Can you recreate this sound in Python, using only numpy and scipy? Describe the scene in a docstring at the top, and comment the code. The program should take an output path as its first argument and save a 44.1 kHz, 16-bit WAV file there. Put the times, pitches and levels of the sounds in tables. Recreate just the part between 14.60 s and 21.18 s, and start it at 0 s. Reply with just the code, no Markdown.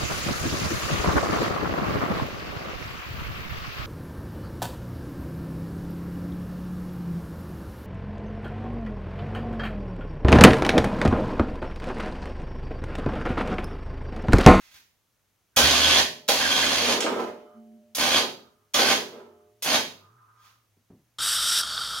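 """A hard-walled garage, a stereo microphone, a quad bike's electric winch slightly to its right.
After a faint rustle the winch starts on five short bursts: a contactor snaps, gears clatter in their
housing, the mount growls and the rope snatches at a steel plow blade. As the second burst ends, the
blade drags over the concrete, swings free and rings. Three shorter lifts follow; then the blade rubs
at its pivot, a faint hum swells and fades, and two soft bumps fall close to the microphone."""
import sys
import numpy as np
from scipy import signal
from scipy.fft import rfft, irfft, next_fast_len
from scipy.io import wavfile

SR = 44100
rng = np.random.default_rng(int(sys.argv[2]) if len(sys.argv) > 2 else 0)


def master(y):
    """Save y as 16-bit WAV."""
    cut = np.clip(np.atleast_2d(y).T, -1, 1)
    pcm = np.round(cut * 32767)  # scale
    wavfile.write(sys.argv[1], SR, pcm.astype(np.int16))


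N = 290398
T = np.arange(N) / SR
TOP_HZ = 16100

# presses of the winch button: (on [s], off [s], slack take-up [s], contactor snap [dB],
# gear clatter [dB], mount growl [dB], housing song [dB], brush hiss [dB], unbalance hum [dB])
BURSTS = [(0.962, 1.396, 0.0032, -17, -23, -28.5, -32, -46.5, -41),
          (1.679, 2.332, .004, -24.5, -27.5, -31, -35.5, -48.5, -64),
          (3.348, 3.583, 0.03, -27, -26.5, -28.5, -39.5, -42, -63),
          (4.136, 4.328, 0.011, -33, -26, -28, -36.5, -42, -63),
          (5.022, 5.158, 0.032, -25.5, -26.5, -28, -41.5, -42.5, -76)]
# broad spectra of the winch's gears, mount, brushes, clacks and contactor: (frequency [Hz], level [dB])
GEAR_SPECTRUM = [(600, -21.5), (1400, -12.5), (2000, -12.5), (2600, -3.5), (3300, 0), (4000, -4), (5000, 0),
                 (5600, -5.5), (6600, -3), (7500, -16), (11000, -15.5), (16000, -33)]
MOUNT_SPECTRUM = [(30, -31.5), (70, -22.5), (130, -4), (200, -2.5), (300, -3.5), (550, 5), (800, 3.5),
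                  (1100, 3.5), (1350, -6.5), (1700, -1), (2300, -4), (5000, -35.5)]
BRUSH_SPECTRUM = [(1000, -11), (4000, 5), (6500, 1.5), (7800, -2), (11500, 8), (13000, 2), (16000, -1.5)]
CLACK_SPECTRUM = [(60, -38.5), (250, -9.5), (700, -3), (1500, -4), (2300, -0.5), (3400, 2), (5500, -0.5),
                  (6700, 0), (7800, -13), (11000, -10.5), (16000, -13.5)]
SNAP_SPECTRUM = [(100, -30.5), (600, -7.5), (1500, -9), (3400, -0.5), (6700, 0), (7800, -8.5),
                 (11000, -3.5), (16000, -10)]
# gear housing resonances on top of a broad spectrum: (frequency [Hz], width [Hz], boost [dB])
HOUSING_PEAKS = [(268, 63, 13), (1047, 170, 0.5), (1510, 33, 9.5), (1675, 40, 3.5), (2190, 34, 4.5),
                 (2440, 21, 2.5), (3198, 100, 4.5), (3500, 89, 1.5), (4100, 140, 2.5), (4220, 140, 2.5),
                 (6700, 410, 0.5)]
# ringing modes of the gear housing: (frequency [Hz], width [Hz], level [dB])
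HOUSING_MODES = [(1550, 11, -5.5), (1690, 12, -6), (3230, 50, -2.5), (2790, 61, -5.5), (3330, 47, -5),
                 (3480, 20, -4), (3760, 39, -2.5), (3790, 52, -2.5), (4350, 69, -1.5)]
# the rope beds in and the gears chatter against one part of the housing:
# (time [s], length [s], level [dB], centre [Hz], width [Hz])
CHATTERS = [(1.013, 0.037, -32, 1560, 178.8), (1.215, 0.05, -24, 3280, 350), (1.235, .03, -24.5, 3950, 700),
            (1.325, 0.035, -27, 3280, 300), (1.39, 0.026, -34, 1664, 159.7), (1.81, 0.056, -30, 1670, 150),
            (2.018, 0.015, -34.5, 1640, 250), (2.211, 0.033, -34, 4350, 350),
            (3.534, .03, -24.5, 3170, 449), (4.253, 0.084, -31.5, 1506, 77.8),
            (5.091, 0.03, -31.5, 4400, 347)]
# teeth meeting where the rope is already tight: (time [s], level [dB])
CLACKS = [(0.9677, -13.5), (1.686, -14), (4.142, -16)]
# rope snatches and knocks of the frame: (time [s], level [dB], centre [Hz], width [Hz], t60 [s])
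KNOCKS = [(0.969, -19.5, 760, 880, 0.25), (0.982, -23, 358, 245, 0.13), (1.309, -11.5, 3470, 900, 0.032),
          (1.372, -16, 4100, 1000, 0.037), (1.397, -27.5, 440, 503, 0.2), (1.688, -16.5, 580, 393, 0.084),
          (2.404, -14, 3630, 5340, 0.034), (2.421, -23, 2600, 2600, 0.13), (2.442, -17, 422, 270, 0.094),
          (2.461, -19.5, 952, 1081, 0.074), (4.146, -22, 750, 700, 0.1), (4.189, -13, 900, 1300, 0.037),
          (4.192, -16, 3970, 1500, 0.037)]
# the blade edge on the concrete until it lifts clear: (time [s], level [dB])
DRAG_LEVEL = [(2.25, -30.5), (2.332, -29.5), (2.39, -29), (2.464, -27), (2.5, -28.5), (2.61, -28),
              (2.72, -45), (2.84, -54)]
# brief slips of the push frame in the later lifts: (time [s], length [s], level [dB])
SLIPS = [(3.59, 0.026, -31), (4.18, 0.028, -27), (4.3, 0.073, -36.5), (4.53, 0.023, -42.5),
         (5.16, 0.024, -38.5)]
# scraping steel: (frequency [Hz], level [dB])
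SCRAPE_SPECTRUM = [(40, -32.5), (160, -21), (230, -6.5), (320, -6), (440, -2.5), (600, -7.5), (800, -9.5),
                   (1250, -13.5), (2000, -22.5), (3500, -29), (6500, -35.5), (8000, -42.5), (16000, -46)]
# plate modes of the steel blade: (frequency [Hz], level [dB], t60 [s])
BLADE_MODES = [(224, -8, 1.9), (339, -12, 1.3), (380, -8.5, 0.91), (421, -10, 1.44), (476, -13, .6),
               (603, -10.5, 1.8), (713, -13.5, 1.8), (860, -5, 0.85), (920, -4, 0.55), (1010, -2.5, .6),
               (1250, -1, 0.68), (1322, -0.5, 0.75), (2110, 5, 0.78), (2880, 5, 1.1), (3044, 8.5, 1.8)]
# swings that set the blade ringing: (time [s], level [dB], pitch woken most [Hz])
SWINGS = [(1.421, -36, 564), (2.438, -31.5, 425), (2.62, -33, 620), (2.94, -35, 197), (3.62, -45.5, 470),
          (4.331, -34, 420), (4.55, -38.5, 440), (4.6, -52, 751), (5.16, -47.5, 400)]
# the hanging blade rubs at its pivot: (time [s], length [s], level [dB])
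RUBS = [(2.86, 0.077, -64.5), (3.76, 0.11, -65), (3.95, 0.11, -76), (4.7, 0.12, -71), (5.3, 0.38, -64.5),
        (5.69, 0.197, -61), (5.93, 0.065, -76)]
# steel modes that the rubbing wakes: (frequency [Hz], width [Hz], level [dB])
PIVOT_MODES = [(1070, 130, -3.5), (1200, 79, -8), (1211, 120, 5), (1390, 88, -14.5)]
# soft rustles near the machine: (time [s], length [s], level [dB])
RUSTLES = [(0, 0.067, -56), (.14, 0.0089, -50.5), (5.845, 0.019, -58)]
# tone of the rustles: (frequency [Hz], level [dB])
RUSTLE_SPECTRUM = [(100, -6), (500, -18), (900, -7.5), (2000, -2), (3500, -4), (6500, -6.5), (8000, -16),
                   (16000, -12)]
# dull bumps close to the microphone: (time [s], level [dB], centre [Hz], width [Hz], t60 [s])
BUMPS = [(6.166, -60.5, 200, 163.3, 0.18), (6.299, -44.5, 180, 180, 0.31)]
# reverberation of the garage: (frequency [Hz], t60 [s])
GARAGE_DECAY = [(60.2, 0.28), (150, 0.78), (300, 0.4), (600, 0.41), (1200, 0.3), (2500, 0.37), (5000, 0.37),
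                (10400, .34), (16000, 0.5)]
# likeness of left and right in the reverberation: (frequency [Hz], coherence [0-1])
COHERENCE = [(60, .96), (150, .9), (300, .66), (600, .5), (1200, .2), (2500, 0)]
# direction of the machine from the microphone: (frequency [Hz], left minus right [dB])
BALANCE = [(100, -2), (400, -1.5), (1300, -2), (4400, -3), (8000, -1), (12000, 0.5)]
# room tone of the still garage: (frequency [Hz], level [dB])
AIR_SPECTRUM = [(25, -11), (100, -6.5), (200, -12), (400, -15), (1000, -16.5), (3000, -20.5), (5000, -23),
                (6400, -20), (7600, -26), (12000, -23.5), (16000, -26)]
# low hum in the background: (time [s], level [dB])
HUM_LEVEL = [(0, -86), (4.0, -78.5), (5.0, -72.5), (5.45, -62), (5.9, -72), (6.58, -74)]


def winch(lope_db=3.5, wander_db=2.0, slide=0.61, waver_db=7.0, strands_db=-7.5):
    """Three planet gears ring housing and mount; brushes hiss; the shaft hums at its turning rate."""
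    speed, (clatter, growl, singing, hiss, shake) = motor()
    turns = np.cumsum(speed * (1 + .02 * walk(25))) / SR
    # the tooth load swells once a turn and wanders as the rope beds in
    load = undb(lope_db * np.sin(2 * np.pi * turns) + wander_db * np.tanh(walk(90)))
    mesh = load * np.array([teeth(turns) + slide * rng.standard_normal(N) for _ in range(3)])
    gears = clatter * colour(mesh, GEAR_SPECTRUM, HOUSING_PEAKS)
    mount = growl * colour(mesh, MOUNT_SPECTRUM, HOUSING_PEAKS)
    song = singing * housing_song(mesh)
    brushes = hiss * colour(load * rng.standard_normal(mesh.shape), BRUSH_SPECTRUM)
    unbalance = unit(np.sin(2 * np.pi * turns) + 0.47 * np.sin(4 * np.pi * turns))
    hum = shake * unbalance * undb(waver_db * walk(25))
    planets = (gears + mount + song + brushes) / np.sqrt(len(mesh))
    rattle = chatter(mesh[0]) + clatter * undb(strands_db) * strands()
    return planets, rattle, hum


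def motor(start_hz=67.12, running_hz=78.52, spin_up_s=.12, mount_hz=74.2, mount_width_hz=9.2,
          play_s=0.0078, rise_s=0.0025, coast_t60=0.11):
    """Each press winds the shaft up and drives gears, mount, housing, brushes and unbalance."""
    speed, drive = np.full(N, start_hz), np.zeros((5, N))
    for on, off, slack_s, _, gear_db, growl_db, song_db, brush_db, hum_db in BURSTS:
        age = np.maximum(T - on, 0)
        hz = running_hz - (running_hz - start_hz) * np.exp(-age / spin_up_s)
        speed = np.where(T >= on, hz, speed)
        power = np.minimum(age / rise_s, 1) * decay(T - off, coast_t60)
        brake_jolt = undb(3 * np.exp(-((T - off) / 0.038) ** 2))
        # the gears bear the load only once their play is taken up and the rope is taut
        taut = np.clip((age - play_s) / slack_s, 0, 1) ** 2
        inrush_db = 10 * np.exp(-age / 0.065)  # the starting current makes the brushes spark
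        above_mount_hz = hz - mount_hz
        drive += power * brake_jolt * np.array([
            taut * undb(gear_db + 0.06 * above_mount_hz),  # clatter and growl grow with speed
            taut * undb(growl_db + 0.09 * above_mount_hz),
            taut * undb(song_db),
            undb(brush_db + inrush_db),
            undb(hum_db) / np.hypot(1, 2 * above_mount_hz / mount_width_hz)])  # mount resonance
    return speed, drive


def teeth(turns, per_turn=22, scatter_db=3.5, backlash=.35):
    """Each tooth lands with its own force, a little early or late within the backlash."""
    timing, strength = rng.standard_normal((16000, 2)).T
    landing_turns = (np.arange(len(timing)) + backlash * timing) / per_turn
    samples = np.interp(landing_turns, turns, np.arange(N), right=N).astype(int)
    force = undb(scatter_db * np.clip(strength, -2, 2))
    return unit(np.bincount(samples, force, N + 1)[:N])


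def housing_song(mesh, swell_db=8.5, drift=.007):
    """As the planets circle, one housing mode after another swells, sinks and shifts a little."""
    out = np.zeros_like(mesh)
    for hz, width, db in HOUSING_MODES:
        gain = undb(db + swell_db * walk(25))
        out += gain * resonate(mesh, hz * (1 + drift * walk(20)), width)
    return unit(out)


def chatter(mesh, drift=.015):
    """Tooth blows briefly drive one wavering housing resonance much harder."""
    out, waver = np.zeros(N), 1 + drift * walk(40)
    for start, length, db, hz, width in CHATTERS:
        ring = unit(resonate_twice(mesh, hz * waver, width))
        out += undb(db) * swell(start, start + length, rise_s=0.014, t60=0.058) * ring
    return out


def strands(low_hz=1500, high_hz=4700, t60=0.056, range_db=9.0, count=330):
    """Wire strands slip over each other on the drum; each slip pings at its own pitch."""
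    out, shape = np.zeros(N), fade(t60, rise_s=0.0018)
    for when, pitch, force in rng.random((count, 3)):
        hz = low_hz * (high_hz / low_hz) ** np.sqrt(pitch)
        ping = shape * np.sin(2 * np.pi * hz * T[:len(shape)])
        add(out, when * T[-1], undb(range_db * force) * ping)
    return unit(out)


def contactor():
    """At each press the contacts snap shut with a thin, bright crack."""
    blows = np.zeros(N)
    for on, _, _, db, *_ in BURSTS:
        add(blows, on, undb(db) * fade(t60=0.22, rise_s=0.0015))
    return blows * colour(rng.standard_normal(N), SNAP_SPECTRUM)


def clacks():
    """The gears take up their play and strike the housing."""
    blows = np.zeros(N)
    for start, db in CLACKS:
        add(blows, start, undb(db) * fade(t60=0.12, rise_s=0.0004))
    return blows * colour(rng.standard_normal(N), CLACK_SPECTRUM, HOUSING_PEAKS)


def knocks(rows):
    """Short blows, each ringing a dense band of modes."""
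    out = np.zeros(N)
    for start, db, hz, width, t60 in rows:
        shape = fade(t60, rise_s=0.003)
        edges = np.hypot(hz, width / 2) + np.array([-width, width]) / 2
        bandpass = signal.butter(2, np.minimum(edges, TOP_HZ), "band", fs=SR, output="sos")
        band = unit(signal.sosfilt(bandpass, rng.standard_normal(SR)))
        add(out, start, undb(db) * shape * band[:len(shape)])
    return out


def drag(grit_db=3.0, judder_db=0.2):
    """Blade edge and push frame stick and slip: gritty contacts in uneven surges."""
    grit = rng.standard_normal(N) * undb(grit_db * walk(140))
    blade_peaks = [(hz, 22, 4) for hz, _, _ in BLADE_MODES]  # 22 Hz wide, 4 dB high
    on_floor = swell(DRAG_LEVEL[0][0], DRAG_LEVEL[-1][0], rise_s=0.12, t60=0.28)
    edge = undb(curve(DRAG_LEVEL)) * on_floor
    frame = strokes(SLIPS, rise_s=0.009, t60=0.41)
    return colour(grit, SCRAPE_SPECTRUM, blade_peaks) * (edge + frame) * undb(judder_db * walk(35))


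def blade(db_per_octave=19.0, damped_t60=.4, waver_db=2.2, wobble_rad=0.61, spread_rad_per_hz=0.0011):
    """Each swing wakes the plate modes, which waver as the blade sways; the next pull damps them."""
    out = np.zeros((2, N))
    for hz, db, t60 in BLADE_MODES:
        energy, shape = np.zeros(N), fade(t60, rise_s=0.05)
        for start, swing_db, centre_hz in SWINGS:
            next_pull = min([on for on, *_ in BURSTS if on > start], default=T[-1])
            damping = decay(start + T[:len(shape)] - next_pull, damped_t60)
            # where the load bears decides which modes ring most
            gain = undb(db + swing_db - db_per_octave * abs(np.log2(hz / centre_hz)))
            add(energy, start, (gain * shape * damping) ** 2)
        phase = 2 * np.pi * hz * T + wobble_rad * walk(22)
        envelope = np.sqrt(energy) * undb(waver_db * walk(9.2))
        # higher modes reach the two sides of the microphone further out of step
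        out += envelope * np.sin(phase + spread_rad_per_hz * hz * rng.standard_normal((2, 1)))
    return out


def pivot(grit_db=2.5):
    """The hanging blade sways; uneven friction at its pivot rings a tight cluster of steel modes."""
    grit = rng.standard_normal(N) * undb(grit_db * walk(54))
    ring = sum(undb(db) * resonate_twice(grit, hz, width) for hz, width, db in PIVOT_MODES)
    return strokes(RUBS, rise_s=.07, t60=0.3) * unit(ring)


def rustles(grit_db=1.5):
    """Brief, faint rubbing near the machine."""
    grit = rng.standard_normal(N) * undb(grit_db * walk(180))
    return strokes(RUSTLES, rise_s=0.038, t60=0.32) * colour(grit, RUSTLE_SPECTRUM)


def garage(sources, early_s=0.00049, size=2 ** 15):
    """Each source arrives directly and with its own dense tail off the hard walls."""
    hz, age = np.fft.rfftfreq(size, 1 / SR), T[:size]
    walls = rfft(rng.standard_normal((2, len(sources), size)))
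    response = np.zeros((2, len(sources), size))
    for band_hz, t60 in GARAGE_DECAY:
        band = over_hz(hz, [(centre, centre == band_hz) for centre, _ in GARAGE_DECAY])
        tail = np.clip(age / early_s - 1, 0, 1) * decay(age, t60)
        mid, side = irfft(walls * band) * tail / np.linalg.norm(tail)
        alike = over_hz(band_hz, COHERENCE)  # the bass is nearly the same left and right
        response += mid + np.sqrt((1 - alike) / (1 + alike)) * np.array([side, -side])
    response[..., 0] += 1  # the direct path
    arrivals = signal.fftconvolve(sources[None], response, axes=2)[..., :N]
    return arrivals.sum(axis=1) / np.sqrt(2)


def place(sound, lag_s=.00005):
    """The microphone's right side hears the machine a little later and, in most bands, louder."""
    size = next_fast_len(N, real=True)
    hz = np.fft.rfftfreq(size, 1 / SR)
    tilt_db = over_hz(hz, BALANCE)
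    lag_rad = np.minimum(2 * np.pi * hz * lag_s, np.pi / 2)
    sides = np.array([undb(tilt_db / 2), undb(-tilt_db / 2) * np.exp(-1j * lag_rad)])
    return irfft(rfft(sound, size) * sides, size)[:, :N]


def room_tone(air_db=-75.6, hum_hz=103, wander_hz=8.0, waver_db=1.7):
    """Faint air noise, partly shared by left and right, and a low wavering hum."""
    noise = colour(rng.standard_normal((3, N)), AIR_SPECTRUM)
    air = undb(air_db) * (1.1 * noise[0] + noise[1:])
    hum = np.sqrt(2) * np.sin(2 * np.pi * np.cumsum(hum_hz + wander_hz * walk(9.7)) / SR)
    return air + hum * undb(curve(HUM_LEVEL) + waver_db * walk(24))


def undb(db):
    """Decibels to gain."""
    return 10 ** (np.asarray(db) / 20)


def unit(x):
    """Scale to rms 1."""
    return x / np.sqrt(np.mean(x ** 2))


def add(out, start, sound):
    """Mix a short sound in at its start time."""
    room = out[int(start * SR):][:len(sound)]
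    room += sound[:len(room)]


def walk(rate):
    """Random wander of rms 1, with `rate` new values a second."""
    points = rng.standard_normal(4096)
    return unit(np.interp(T * rate, np.arange(len(points)), points))


def curve(rows):
    """A timed table's level at every sample."""
    return np.interp(T, *np.transpose(rows))


def over_hz(hz, rows):
    """A spectral table read along a log-frequency axis."""
    centres, values = np.transpose(rows)
    return np.interp(np.log(hz + 1), np.log(centres), values)


def colour(x, spectrum, peaks=()):
    """Pass x through a broad spectrum with resonant peaks on it; rms 1."""
    size = next_fast_len(N, real=True)
    hz = np.fft.rfftfreq(size, 1 / SR)
    peaks_db = sum(db / (1 + (2 * (hz - centre) / width) ** 2) for centre, width, db in peaks)
    gain = undb(over_hz(hz, spectrum) + peaks_db)
    return unit(irfft(rfft(x, size) * gain, size)[..., :N])


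def resonate(x, hz, width):
    """One resonance, gain 1 at its centre, which may move."""
    turn = np.exp(2j * np.pi * np.cumsum(hz * np.ones(N)) / SR)
    keep = np.exp(-np.pi * width / SR)
    return 2 * np.real(turn * signal.lfilter([1 - keep], [1, -keep], x * turn.conj()))


def resonate_twice(x, hz, width):
    """Two broader resonances in series: a peak with steeper skirts."""
    return resonate(resonate(x, hz, 2 * width), hz, 2 * width)


def decay(age, t60):
    """Holds at 1 until age 0, then falls 60 dB every t60 seconds."""
    return np.exp(-np.log(1000) * np.maximum(age, 0) / t60)


def fade(t60, rise_s):
    """Envelope of a blow: a short rise, then free decay."""
    age = T[:int(1.2 * t60 * SR)]
    return np.minimum(age / rise_s, 1) * decay(age, t60)


def swell(start, end, rise_s, t60):
    """Envelope of a rubbing contact: builds up towards its start, holds, dies away after its end."""
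    return np.exp(-np.maximum(start - T, 0) / rise_s) * decay(T - end, t60)


def strokes(rows, rise_s, t60):
    """Joint envelope of rubbing contacts: (time [s], length [s], level [dB])."""
    contacts = [undb(db) * swell(start, start + length, rise_s, t60) for start, length, db in rows]
    return np.max(contacts, axis=0)


def scene(dry_hum_db=-12.5):
    """Winch and plow sound into the garage; close bumps and room tone join them at the microphone."""
    planets, rattle, hum = winch()
    frame = rattle + hum + contactor() + clacks() + knocks(KNOCKS) + drag() + pivot() + rustles()
    in_room = garage(np.vstack([planets, frame]))
    # the blade's ring and an extra share of the shaft hum take the direct path only
    machine = place(in_room + undb(dry_hum_db) * hum + blade())
    return machine + knocks(BUMPS) + room_tone()


def record(dry, low_cut_hz=32):
    """The microphone chain cuts the deepest rumble and the very top."""
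    thin = signal.sosfilt(signal.butter(2, low_cut_hz, "high", fs=SR, output="sos"), dry)
    return signal.sosfilt(signal.ellip(10, .2, 80, TOP_HZ, fs=SR, output="sos"), thin)


dry = scene()
out = record(dry)
master(out)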